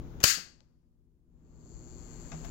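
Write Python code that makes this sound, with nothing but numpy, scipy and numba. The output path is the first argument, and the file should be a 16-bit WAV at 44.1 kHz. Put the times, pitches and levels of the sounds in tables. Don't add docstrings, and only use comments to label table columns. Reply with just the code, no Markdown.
import sys
import numpy as np
from scipy import signal
from scipy.fft import rfft, irfft
from scipy.io import wavfile
from scipy.ndimage import uniform_filter1d, minimum_filter1d
from numba import njit

SR = 44100
rng = np.random.default_rng(int(sys.argv[2]) if len(sys.argv) > 2 else 0)


def unload_wav(signal):
    wavfile.write(
        sys.argv[1],
        SR,
        np.round(np.clip(np.atleast_2d(signal).T, -1, 1) * 32767).astype(np.int16),
    )


N = 110250
T = np.arange(N) / SR

# (frequency [Hz], left [dB], right [dB])
ROOM_COLOUR = [(20.4, -28.5, -35.5), (41.6, -13, -23.5), (81, -21, -32), (160, -34.5, -32.5),
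               (237, -32.5, -35.5), (340, -32, -34.5), (536, -40, -43), (900, -43.5, -52), (1360, -50, -57),
               (2040, -58, -63.5), (3470, -60.5, -69.5), (4500, -62.5, -74), (5600, -63, -75.5),
               (6800, -58.5, -76), (7250, -69.5, -81.5), (8400, -81.5, -88), (9300, -86, -83.5),
               (10500, -77.5, -77), (15600, -70, -69.5)]
# (frequency [Hz], level [dB])
HUM_LINES = [(119, -61.5), (156, -55.5), (177, -62), (240.5, -58), (346, -63.5)]
# (time [s], level [dB], t60 [s], top treble [dB], box ring [dB])
BUTTON_TAPS = [(0.2028, 4, 0.024, 9.5, -17), (0.2112, -1, .035, 5, -16), (2.3175, 5, .04, -20, 3.5),
               (2.328, -6, 0.082, -18, 3), (2.438, -11.5, .07, 6, 7.5), (2.447, 0.5, 0.051, 8, -1.5)]
# (frequency [Hz], left [dB], right [dB])
PLASTIC_COLOUR = [(200, -41, -42), (500, -40.5, -42.5), (719.8, -30, -41), (900, -38, -50),
                  (1320, -36.5, -56), (2715, -40, -58), (4600, -48, -64.5), (6996, -39, -70),
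                  (8450, -66.5, -74.5), (13500, -63.5, -67)]
# (frequency [Hz], level [dB], t60 [s])
BOX_MODES = [(684, 1, 0.1), (1226, -9.5, .1), (1640, -2.5, 0.027), (2150, -9, 0.082), (2620, -9.5, .08)]
# (time [s], relative level [dB], t60 [s])
ARMATURE_BLOWS = [(0.2379, 12.5, 0.03), (0.2408, -3.5, .03), (0.253, -2.5, 0.01), (0.272, -3, 0.0069)]
# (frequency [Hz], left [dB], right [dB])
CRACK_COLOUR = [(209, -38, -39), (600, -15, -33.5), (896, -26, -41), (1460, -12, -16.5), (2250, -25.5, -34),
                (2700, -9.5, -32), (3000, -13.5, -33.5), (3600, -29, -37), (4010, -15, -34),
                (4400, -6.5, -26), (5505, -11, -35), (5900, -19.5, -34.5), (6350, -10, -37.5),
                (7700, -17.5, -37), (9500, -29.5, -31.5), (12100, -27, -24.5), (13900, -24.5, -23),
                (15600, -29.5, -27.5)]
# (frequency [Hz], left [dB], right [dB])
CLANG_COLOUR = [(200, -56, -57.5), (499.7, -49, -50.5), (833.5, -44, -50.5), (1200, -23, -32.5),
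                (1540, -16, -26), (1970, -18, -34.5), (2300, -22, -35), (2580, -18, -32),
                (3500, -21.5, -38), (4200, -17.5, -35), (4500, -13, -36), (6040, -17.5, -41),
                (6840, -13, -43.5), (7560, -18.5, -41.5), (8860, -26.5, -33.5), (9500, -32.5, -28),
                (13800, -31.5, -31), (15600, -32.5, -33.5)]
# (frequency [Hz], relative level [dB])
FRAME_MODES = [(1637, -4.5), (2019, -6), (2562, -8), (2832, -7), (4236, -5.5), (4335, -2.5), (4432, -8.5),
               (4609, 0), (4743, -4), (4863, -3), (5213, -6.5), (5961, -7.5), (6528, -1.5), (6582, -4.5),
               (7459, -4.5), (7666, -6.5)]
# (frequency [Hz], left [dB], right [dB])
BOOM_COLOUR = [(40, 5, -3.5), (150, -1, -4.5), (350, -2, -5.5), (700, -6, -9.5), (1200, -6, -13),
               (2500, -19.5, -27), (6000, -40, -49.5)]
# (frequency [Hz], relative level [dB], t60 [s])
MAGNET_MODES = [(4335, -12.5, .035), (4624, -13, .02), (6365, -12, 0.063), (7030, 2, .013), (7252, 4, .018)]
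# (frequency [Hz], relative level [dB])
RATTLE_COLOUR = [(3700, -28.5), (4400, -4), (5700, -12.5), (6500, -4.5), (7400, 1), (7900, -27),
                 (8300, -48)]
# (time [s], body level [dB], body t60 [s], thud level [dB])
HAND_BUMPS = [(0.374, -21.5, 0.048, 0), (0.607, -50, 0.063, -23.5), (2.335, -37, .28, -26.5)]
# (frequency [Hz], left [dB], right [dB])
SPRING_COLOUR = [(300, -52, -56), (800, -49, -58), (1500, -46, -62), (2800, -42, -62), (4600, -41, -68),
                 (6600, -45, -73), (9000, -60, -74), (13500, -75, -78)]
# (frequency [Hz], left [dB], right [dB])
LATE_HISS_COLOUR = [(100, -49.5, -48), (610, -45.5, -48.5), (1370, -46, -60), (2650, -53, -62),
                    (4550, -59, -77), (7800, -55, -84.5), (8760, -85.5, -88.5), (9500, -84, -77.5),
                    (10650, -69, -64.5), (15600, -70, -70)]

BANG_S, BANG_GAIN_DB = 0.2392, 32


def undb(db):
    return 10 ** (np.asarray(db) / 20)


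def unit_rms(x):
    return x / np.sqrt(np.mean(x ** 2))


def pan(db):
    return undb(np.array([[db], [-db]]) / 2)


def noise():
    return rng.standard_normal((2, N))


def colour(x, table):
    hz, *sides = np.array(table, float).T
    log_hz = np.log(np.maximum(np.fft.rfftfreq(N, 1 / SR), 1))
    return irfft(rfft(x) * undb([np.interp(log_hz, np.log(hz), db) for db in sides]), N)


def lowpass(x, hz, order=2):
    return signal.sosfiltfilt(signal.butter(order, hz, fs=SR, output="sos"), x)


def strike(start, t60, rise=.0005, hold=0):
    age = T - start
    return np.clip(age / rise, 0, 1) * np.exp(-np.log(1000) * np.maximum(age - rise - hold, 0) / t60)


def ring(hz, start, t60):
    return np.sin(2 * np.pi * hz * (T - start)) * strike(start, t60)


def drift(hz):
    step = int(SR / hz)
    return uniform_filter1d(np.repeat(rng.standard_normal(N // step + 2), step), step)[:N]


def room_tone():
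    upper_bass = lambda x: lowpass(x, 606) - lowpass(x, 108)
    air, mono_share = noise(), .8
    centre = np.sqrt(mono_share) * upper_bass(rng.standard_normal(N))
    air = air + (np.sqrt(1 - mono_share) - 1) * upper_bass(air) + centre
    hum = sum(undb(db + 2 * drift(9)) * np.sqrt(2) * np.sin(2 * np.pi * hz * T + .8 * drift(8.7))
              for hz, db in HUM_LINES)
    return colour(air, ROOM_COLOUR) + hum * pan(1)


def button_taps():
    plastic = colour(noise(), PLASTIC_COLOUR)
    dull = lowpass(plastic, 8200, order=6)
    clicks = box = 0
    for start, db, t60, top_db, box_db in BUTTON_TAPS:
        tone = dull + undb(top_db) * (plastic - dull)
        room_tail = undb(-12) * strike(start, t60=.39)
        clicks += undb(db) * tone * (strike(start, t60) + room_tail)
        for hz, mode_db, mode_t60 in BOX_MODES:
            box += undb(db + box_db + mode_db) * ring(hz, start, mode_t60)
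    return clicks + box * undb(-54) * pan(12.5)


def armature():
    scrape = undb(-44) * strike(start=.2303, t60=.02, hold=.006)
    blows = sum(undb(db) * strike(start, t60, rise=.0016) for start, db, t60 in ARMATURE_BLOWS)
    return colour(noise(), CRACK_COLOUR) * (scrape + blows)


def bang_tail(t60):
    return strike(BANG_S, t60, rise=.0018, hold=.061)


def enclosure_clang():
    wash = colour(noise(), CLANG_COLOUR)
    body = lowpass(wash, 6700, order=4)
    body_decay = bang_tail(t60=.32) + undb(-44) * bang_tail(t60=1.2)
    return undb(1) * (body * body_decay + (wash - body) * bang_tail(t60=.24))


def frame_ring():
    modes = sum(undb(db) * np.sin(2 * np.pi * (hz * T + rng.random((2, 1)))) for hz, db in FRAME_MODES)
    return modes * bang_tail(t60=.38) * undb(-44.5) * pan(20)


def room_boom():
    return colour(noise(), BOOM_COLOUR) * undb(-42.5) * bang_tail(t60=1)


def overload_thump():
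    return -ring(hz=107, start=.2398, t60=.03) * undb(3) * pan(12.5)


def magnet_buzz():
    tick_hz, align_s, scatter_db = 120.01, 1.9078, 1
    swell_s, swell_db = (1.25, 1.7), (-22, 0)
    cycles = (T - align_s) * tick_hz
    times = align_s + np.arange(np.ceil(cycles[0]), np.floor(cycles[-1])) / tick_hz
    sizes = undb(scatter_db * rng.standard_normal(len(times)))
    ticks, near = np.zeros(N + 16), np.arange(16)
    for at, size in zip(times * SR, sizes):
        ticks[int(at) + near] += size * np.sinc(near - 8 - at % 1) * np.hanning(16)
    ping = sum(undb(db) * ring(hz, 0, t60) for hz, db, t60 in MAGNET_MODES)
    metal = signal.fftconvolve(ticks[:N], ping)[:N]
    metal = lowpass(metal - lowpass(metal, 3890, order=4), 7550, order=14)
    rattle = colour(noise() * np.exp(-(cycles % 1) / .4), RATTLE_COLOUR)
    swell = undb(np.interp(T, swell_s, swell_db)) * (T > BANG_S)
    return (unit_rms(metal) + undb(-9) * unit_rms(rattle)) * swell * undb(-63.5) * pan(25)


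def hand_bumps():
    body_hz = 160
    thud = lowpass(noise(), 960, order=3)
    thud = thud - lowpass(thud, 310)
    return sum(undb(db) * ring(body_hz, start, t60) + undb(thud_db) * thud * strike(start, .1, rise=.0013)
               for start, db, t60, thud_db in HAND_BUMPS)


def spring_snap():
    return colour(noise(), SPRING_COLOUR) * undb(25.5) * strike(start=.6048, t60=.013)


def late_hiss():
    start_s, rise_s = 1.61, .67
    fade_in = np.clip((T - start_s) / rise_s, 0, 1)
    return colour(noise(), LATE_HISS_COLOUR) * fade_in * undb(-1 + .57 * drift(23.4))


def scene():
    bang = undb(BANG_GAIN_DB) * (armature() + enclosure_clang() + frame_ring() + room_boom())
    hand = button_taps() + hand_bumps() + spring_snap()
    return bang + overload_thump() + hand + late_hiss() + magnet_buzz() + room_tone()


@njit
def release(x, step):
    followed, level = np.empty(len(x)), 0.
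    for i in range(len(x)):
        level = max(x[i], level + (x[i] - level) * step)
        followed[i] = level
    return followed


def record(dry):
    threshold_db, max_bass_duck_db, hold_s, release_s = -16.5, 20.5, .85, .34
    split_hz, treble_depth, ceiling, top_hz = 360, 1.543, .66, 15850
    power = uniform_filter1d(np.mean(dry ** 2, axis=0), size=64)
    over_db = np.clip(10 * np.log10(np.maximum(power, 1e-12)) - threshold_db, 0, max_bass_duck_db)
    half = int(hold_s * SR / 2)
    held_db = -minimum_filter1d(-over_db, 2 * half + 1, origin=half, mode="constant")
    duck_db = release(held_db, 1 / (release_s * SR))
    bass = lowpass(dry * undb(-duck_db), split_hz)
    treble = dry * undb(-duck_db * treble_depth)
    treble = treble - lowpass(treble, split_hz)
    self_noise = undb(-93.5) * noise()
    rounded = ceiling * np.tanh((bass + treble + self_noise) / ceiling)
    return signal.sosfilt(signal.ellip(10, .2, 80, top_hz, fs=SR, output="sos"), rounded)


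dry = scene()
out = record(dry)
unload_wav(out)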